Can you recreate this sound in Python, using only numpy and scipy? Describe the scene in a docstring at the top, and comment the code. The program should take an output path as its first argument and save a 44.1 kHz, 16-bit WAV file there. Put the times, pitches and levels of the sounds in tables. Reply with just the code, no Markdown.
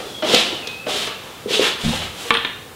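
"""A man takes a few soft steps over a wooden floor in a small live room: decaying sines make the thuds,
coloured noise the clacks, scuffs and ticks; a board groans as low modes ring at each slip.
A thin, faint whistle, a narrow noise band, wavers during the first steps. Then his hand knocks on a wooden
cabinet, noise cracks over ringing panels, and something loose in it rattles.
One microphone with a steady noise hiss picks it all up; peaks above full scale clip."""
import sys
import numpy as np
from scipy import signal
from scipy.fft import rfft, irfft, next_fast_len
from scipy.io import wavfile
from scipy.ndimage import map_coordinates

SR = 44100
rng = np.random.default_rng(int(sys.argv[2]) if len(sys.argv) > 2 else 0)


def dump(signal):
    """Clip the signal to [-1, 1] and save it as 16-bit WAV at the path in sys.argv[1]."""
    limited = np.clip(np.atleast_2d(signal).T, -1, 1)
    pcm = np.round(limited * 32767).astype(np.int16)
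    wavfile.write(sys.argv[1], SR, pcm)


N = 121275


def amp(db):
    """Decibels to gain."""
    return 10 ** (np.asarray(db) / 20)


def unit(x):
    """Scaled to rms 1."""
    return x / np.sqrt(np.mean(x ** 2) + 1e-20)


def along(points, hz):
    """(Hz, value) points interpolated on a log frequency axis."""
    point_hz, value = np.transpose(points)
    return np.interp(np.log(hz + 1), np.log(point_hz + 1), value)


def since(start_s):
    """Seconds since a moment, zero before it."""
    return np.maximum(np.arange(N) / SR - start_s, 0)


def wobble(knots_per_s):
    """Smooth random curve through normally distributed knots."""
    knots = rng.standard_normal(N // 8)
    return map_coordinates(knots, [np.arange(N) * knots_per_s / SR], mode="wrap")


def filtered(x, response):
    """x times a response of frequency."""
    size = next_fast_len(N + SR // 4)
    return irfft(rfft(x, size) * response(np.fft.rfftfreq(size, 1 / SR)), size)[:N]


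def noise(colour_db):
    """Noise of rms 1 with a spectrum given in dB."""
    return unit(filtered(rng.standard_normal(N), lambda hz: amp(colour_db(hz))))


def shelf(hz, corner_hz):
    """Rises from 0 to 1 around the corner."""
    return hz ** 4 / (hz ** 4 + corner_hz ** 4)


def struck(t, t60_s, attack_s=0.00027):
    """Quick rise and exponential decay, 60 dB per t60."""
    decay = np.exp(-np.minimum(np.log(1000) * t / t60_s, 40))
    return (1 - np.exp(-t / attack_s)) * decay


def ring(modes, start_s, scatter_db):
    """Damped modes set going at one moment, levels scattered, cut after half a second."""
    t = since(start_s)
    first = np.searchsorted(t, 0, side="right")
    t = t[first:first + SR // 2]
    out = np.zeros(N)
    for pitch_hz, level_db, t60_s in modes:
        gain = amp(level_db + scatter_db * rng.standard_normal())
        out[first:first + len(t)] += gain * struck(t, t60_s) * np.sin(2 * np.pi * pitch_hz * t)
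    return out


ROOM_RISE_S = 0.0041
# reverberation: freq_hz [Hz], t60_s [s]
ROOM_DECAY = [(80, 1), (250, 0.24), (500, 0.44), (1500, 0.66), (3500, 0.62), (6000, 0.46), (12000, 0.33)]


def room(x, wet_db):
    """Adds reverberation: noise decaying at its own rate per frequency, after a soft onset."""
    hz, t, spectrum = signal.stft(rng.standard_normal(SR), SR, nperseg=256)
    decay = np.exp(-np.log(1000) * t / along(ROOM_DECAY, hz)[:, None])
    tail = signal.istft(spectrum * decay, SR, nperseg=256)[1]
    tail *= 1 - np.exp(-(np.arange(len(tail)) / SR / ROOM_RISE_S) ** 2)
    return x + amp(wet_db) * signal.fftconvolve(x, tail / np.linalg.norm(tail))[:N]


# heel and sole pressing on boards: start_s [s], level_db [dB], pitch_hz [Hz], half_peak_s [s, half time to peak]
THUD_EVENTS = [(0.0, -27, 487, 0.0019), (0.061, -32.5, 409, 0.0034), (0.226, -19, 623, 0.0059),
               (0.226, -23, 323, 0.0064), (0.247, -17, 617, 0.0022), (0.300, -31, 367, 0.0032),
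               (0.334, -6, 487, 0.0022), (0.340, -10, 280, 0.0015), (0.343, -13, 740, 0.0019),
               (0.525, -22, 334, 0.0029), (0.672, -29, 450, 0.0025), (0.879, -21, 510, .002),
               (0.889, -21.5, 763, 0.0022), (0.907, -24, 446, 0.0038), (0.958, -24, 430, 0.0029),
               (0.991, -28.5, 421, 0.0041), (1.070, -27, 440, 0.0026), (1.458, -15.5, 429, 0.0016),
               (1.459, -27.5, 216, 0.0036), (1.48, -18.5, 468, 0.0023), (1.507, -16, 425, 0.0014),
               (1.531, -19.5, 440, 0.0067), (1.568, -24, 437, 0.0054), (1.594, -4, 447, 0.0012),
               (1.609, -10.5, 375, 0.0013), (1.624, -15, 465, .003), (1.928, -23, 507, .003),
               (1.929, -23.5, 822, 0.0019), (2.25, -30, 464, 0.01)]


def thuds():
    """Each soft landing swells and dies within a few cycles of the boards' pitch."""
    out = np.zeros(N + SR)
    t = np.arange(SR // 10) / SR
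    for start_s, level_db, pitch_hz, half_peak_s in THUD_EVENTS:
        u = t / (2 * half_peak_s)
        swell = (u * np.exp(1 - u)) ** 2
        first = max(round(start_s * SR), 0)
        out[first:first + len(t)] += amp(level_db) * swell * np.sin(2 * np.pi * pitch_hz * t)
    return room(out[:N], wet_db=-4.5)


CLACK_T60_S, CLACK_TREBLE_HZ = 0.057, 1520
# shoe meeting floor: start_s [s], level_db [dB], treble_db [dB]
CLACK_EVENTS = [(0.0, -25.5, -4.5), (0.2237, -15.5, -4), (0.8671, -20, -8), (1.0725, -20, -3),
                (2.017, -22, 0.5)]
# clack spectrum: freq_hz [Hz], level_db [dB]
CLACK_SPECTRUM = [(50, -31), (120, -34), (200, -1.5), (400, -3), (750, 4.5), (1000, -12.5), (1250, -1.5),
                  (1700, -4.5), (3200, -2.5), (4500, -12.5), (15000, -58)]


def clacks():
    """The hard edge of a heel gives a short, broad, woody clack: decaying coloured noise."""
    out = np.zeros(N)
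    for start_s, level_db, treble_db in CLACK_EVENTS:
        burst = noise(lambda hz: along(CLACK_SPECTRUM, hz) + treble_db * shelf(hz, CLACK_TREBLE_HZ))
        out += amp(level_db) * struck(since(start_s), CLACK_T60_S) * burst
    return room(out, wet_db=1.5)


STROKE_POWER = 1.36  # above 1: gentler start and end
BASS_HZ, TREBLE_HZ = 1230, 5940
RASP_HZ, RASP_OCTAVES = 1360, 0.87
GRAIN_PER_S, GRAIN_DB, DRAG_PER_S, DRAG_DB = 900, 0.5, 65, 1.07  # fine and slow friction unevenness
UNEVENNESS_LIMIT_SD = 1.9  # upper limit of the friction unevenness, in standard deviations
# shoes and trousers sliding: start_s, rise_s, hold_s, fall_s [s], level_db, bass_db, rasp_db, treble_db [dB]
SCUFF_EVENTS = [(-0.1, 0.021, 0.077, 0.6, -35, 10, -7, 5.5),
                (0.218, 0.082, 0.02, 0.04, -17.5, 6, -4.5, -0.5),
                (0.315, 0.015, 0.043, 0.12, -16.5, -5.5, 0.5, -0.5),
                (0.416, 0.043, 0.066, 0.31, -33.5, 13.5, 1.5, 7.5),
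                (0.851, 0.053, .13, 0.092, -25, -1.5, -0.5, 5), (1.073, 0.16, 0.061, 0.45, -40.5, 7, 7, 8),
                (1.469, 0.058, 0.043, 0.086, -19.5, -3.5, -4, -0.5),
                (1.581, 0.05, 0.019, 0.11, -17, -2.5, 5.5, 4),
                (1.746, 0.1, 0.11, 0.22, -26.5, 1.5, 1.5, 6.5), (2.088, 0.11, 0.09, 0.036, -33, 5.5, 4, 14)]
# scuff spectrum: freq_hz [Hz], level_db [dB]
SCUFF_SPECTRUM = [(30, -63), (110, -20), (200, -4.5), (450, 0.5), (650, -2), (1150, -4), (1700, -5),
                  (2400, -2), (3050, 2.5), (3550, 2.5), (4200, -3), (5500, -9.5), (8000, -15), (11000, -22),
                  (15500, -34)]


def scuffs():
    """Grainy friction noise under a rise, hold and fall, coloured anew for each stroke."""
    t, out = np.arange(N) / SR, np.zeros(N)
    for start_s, rise_s, hold_s, fall_s, level_db, bass_db, rasp_db, treble_db in SCUFF_EVENTS:
        corners_s = start_s + np.cumsum([0, rise_s, hold_s, fall_s])
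        stroke = np.interp(t, corners_s, [0, 1, 1, 0]) ** STROKE_POWER

        def colour_db(hz):
            rasp = np.exp(-0.5 * (np.log2((hz + 1) / RASP_HZ) / RASP_OCTAVES) ** 2)
            bass = 1 - shelf(hz, BASS_HZ)
            tilt_db = bass_db * bass + rasp_db * rasp + treble_db * shelf(hz, TREBLE_HZ)
            return along(SCUFF_SPECTRUM, hz) + tilt_db

        out += amp(level_db) * stroke * noise(colour_db)
    fine_db = GRAIN_DB * np.minimum(wobble(GRAIN_PER_S), UNEVENNESS_LIMIT_SD)
    slow_db = DRAG_DB * np.minimum(wobble(DRAG_PER_S), UNEVENNESS_LIMIT_SD)
    return room(out * unit(amp(fine_db + slow_db)), wet_db=-5)


TICK_T60_S = 0.027
ECHO_DB, ECHO_T60_S, ECHO_DULL_DB = -20, 0.86, 6
# sharp ticks of shoe and boards: start_s [s], level_db [dB]
TICK_EVENTS = [(0.3445, -5.5), (0.3458, -7), (0.6724, -17.5), (0.909, -24.5), (0.9635, -20), (1.071, -22.5)]
# tick spectrum: freq_hz [Hz], level_db [dB]
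TICK_SPECTRUM = [(100, -49), (800, -9), (1600, -5.5), (2600, -5.5), (3600, 6), (4700, -3), (6000, -8),
                 (9000, -15), (15000, -34)]


def ticks():
    """Short bright noise cracks as the weight rolls over the shoe, each with a diffuse, duller echo."""
    bursts = sum(amp(level_db) * struck(since(start_s), TICK_T60_S) for start_s, level_db in TICK_EVENTS)
    echoes = sum(amp(level_db + ECHO_DB) * struck(since(start_s), ECHO_T60_S, ROOM_RISE_S)
                 for start_s, level_db in TICK_EVENTS)
    bright = noise(lambda hz: along(TICK_SPECTRUM, hz))
    dull = noise(lambda hz: along(TICK_SPECTRUM, hz) - ECHO_DULL_DB * shelf(hz, TREBLE_HZ))
    return bursts * bright + echoes * dull


# slips of the groaning board: start_s [s], level_db [dB]
SLIP_EVENTS = [(1.838, -25), (1.849, -15), (1.862, -19), (1.880, -18), (1.892, -22.5)]
# board modes: pitch_hz [Hz], level_db [dB], t60_s [s]
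BOARD_MODES = [(72.6, -34, 0.12), (93, -9.5, 0.17), (165, -5.5, 0.15), (214, -1.5, 0.087), (337, -37, 0.07)]


def groan():
    """A board gives way in a few slips, each ringing its low modes."""
    slips = sum(amp(level_db) * ring(BOARD_MODES, start_s, scatter_db=2.5)
                for start_s, level_db in SLIP_EVENTS)
    return room(-slips, wet_db=-3)


KNOCK_T60_S, KNOCK_TREBLE_HZ = 0.04, 2500
PANELS_DB = -8.5  # relative to the first blow
LATCH_HZ, LATCH_DB, LATCH_T60_S = 8950, -32, 0.05
# hand on the cabinet, then the rattle: start_s [s], level_db [dB], treble_db [dB]
KNOCK_EVENTS = [(2.3058, -5, -5), (2.34, -12.5, 25), (2.3509, -11, -1), (2.37, -12.5, 4), (2.4484, -10, 2)]
# knock spectrum: freq_hz [Hz], level_db [dB]
KNOCK_SPECTRUM = [(60, -42), (160, -16), (250, -4.5), (600, -14), (1100, -1.5), (1700, -7), (2250, -5.5),
                  (2700, -6), (3300, 0), (4000, -10), (4600, -24), (6000, -34.5), (9000, -54), (15000, -55)]
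# cabinet modes: pitch_hz [Hz], level_db [dB], t60_s [s]
CABINET_MODES = [(240, -12, 0.28), (464, -10, 0.45), (872, -5, 0.33), (1164, -1.5, 0.15),
                 (1450, -10.5, 0.3), (1820, -29, 0.62), (2144, -19, 0.29), (2260, 11, 0.031),
                 (3107, -31, .3), (3210, -21, .4), (3505, -16.5, 0.42)]


def cabinet():
    """Each contact is a woody noise crack; the first blow rings the panels, the second pings a latch."""
    cracks = np.zeros(N)
    for start_s, level_db, treble_db in KNOCK_EVENTS:
        burst = noise(lambda hz: along(KNOCK_SPECTRUM, hz) + treble_db * shelf(hz, KNOCK_TREBLE_HZ))
        cracks += amp(level_db) * struck(since(start_s), KNOCK_T60_S) * burst
    (blow_s, blow_db, _), (rattle_s, _, _), *_ = KNOCK_EVENTS
    panels = amp(PANELS_DB + blow_db) * ring(CABINET_MODES, blow_s, scatter_db=4.5)
    latch = ring([(LATCH_HZ, LATCH_DB, LATCH_T60_S)], rattle_s, scatter_db=2)
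    return room(cracks + latch, wet_db=-5) + room(panels, wet_db=-11.5)


WHISTLE_KNOTS_PER_S = 170  # faster knots widen the band
# thin whistle: time_s [s], pitch_hz [Hz], level_db [dB]
WHISTLE_PATH = [(0.05, 3450, -54.5), (0.19, 3292, -38), (0.3, 3100, -47.5), (0.499, 2947, -40.5),
                (0.601, 2834, -43.5), (0.658, 2496, -41), (0.731, 2550, -48), (0.81, 2646, -41),
                (0.864, 2470, -48), (0.899, 2500, -60)]


def whistle():
    """A narrow, unsteady band of noise that sinks in pitch: a carrier with random quadrature levels."""
    time_s, pitch_hz, level_db = np.transpose(WHISTLE_PATH)
    t = np.arange(N) / SR
    phase = 2 * np.pi * np.cumsum(np.interp(t, time_s, pitch_hz)) / SR
    sine = wobble(WHISTLE_KNOTS_PER_S) * np.sin(phase)
    cosine = wobble(WHISTLE_KNOTS_PER_S) * np.cos(phase)
    gain = amp(np.interp(t, time_s, level_db, right=-np.inf))
    return room(unit(sine + cosine) * gain, wet_db=3)


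HISS_DB = -39.5
# hiss spectrum: freq_hz [Hz], level_db [dB]
HISS_SPECTRUM = [(24, -33), (40, 1), (54, -6), (132, -2), (333, -6), (535, -4), (606, -14), (778, -6.5),
                 (949, -12), (1250, -10), (1860, -15.5), (15500, -25.5)]


def hiss():
    """Steady room tone and microphone hiss: coloured noise with little deep bass."""
    return amp(HISS_DB) * noise(lambda hz: along(HISS_SPECTRUM, hz) - 25 * (1 - shelf(hz, corner_hz=38)))


def scene():
    """Everything reaches one microphone, the same in both channels."""
    steps = thuds() + clacks() + scuffs() + ticks()
    mono = steps + groan() + cabinet() + whistle() + hiss()
    return np.array([mono, mono])


CLIP_LEVEL, TOP_HZ = 1.0, 15800


def record(dry):
    """The recorder clips at full scale and keeps nothing above its band limit."""
    clipped = np.clip(dry, -CLIP_LEVEL, CLIP_LEVEL)
    return np.array([filtered(x, lambda hz: hz < TOP_HZ) for x in clipped])


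dry = scene()
out = record(dry)
dump(out)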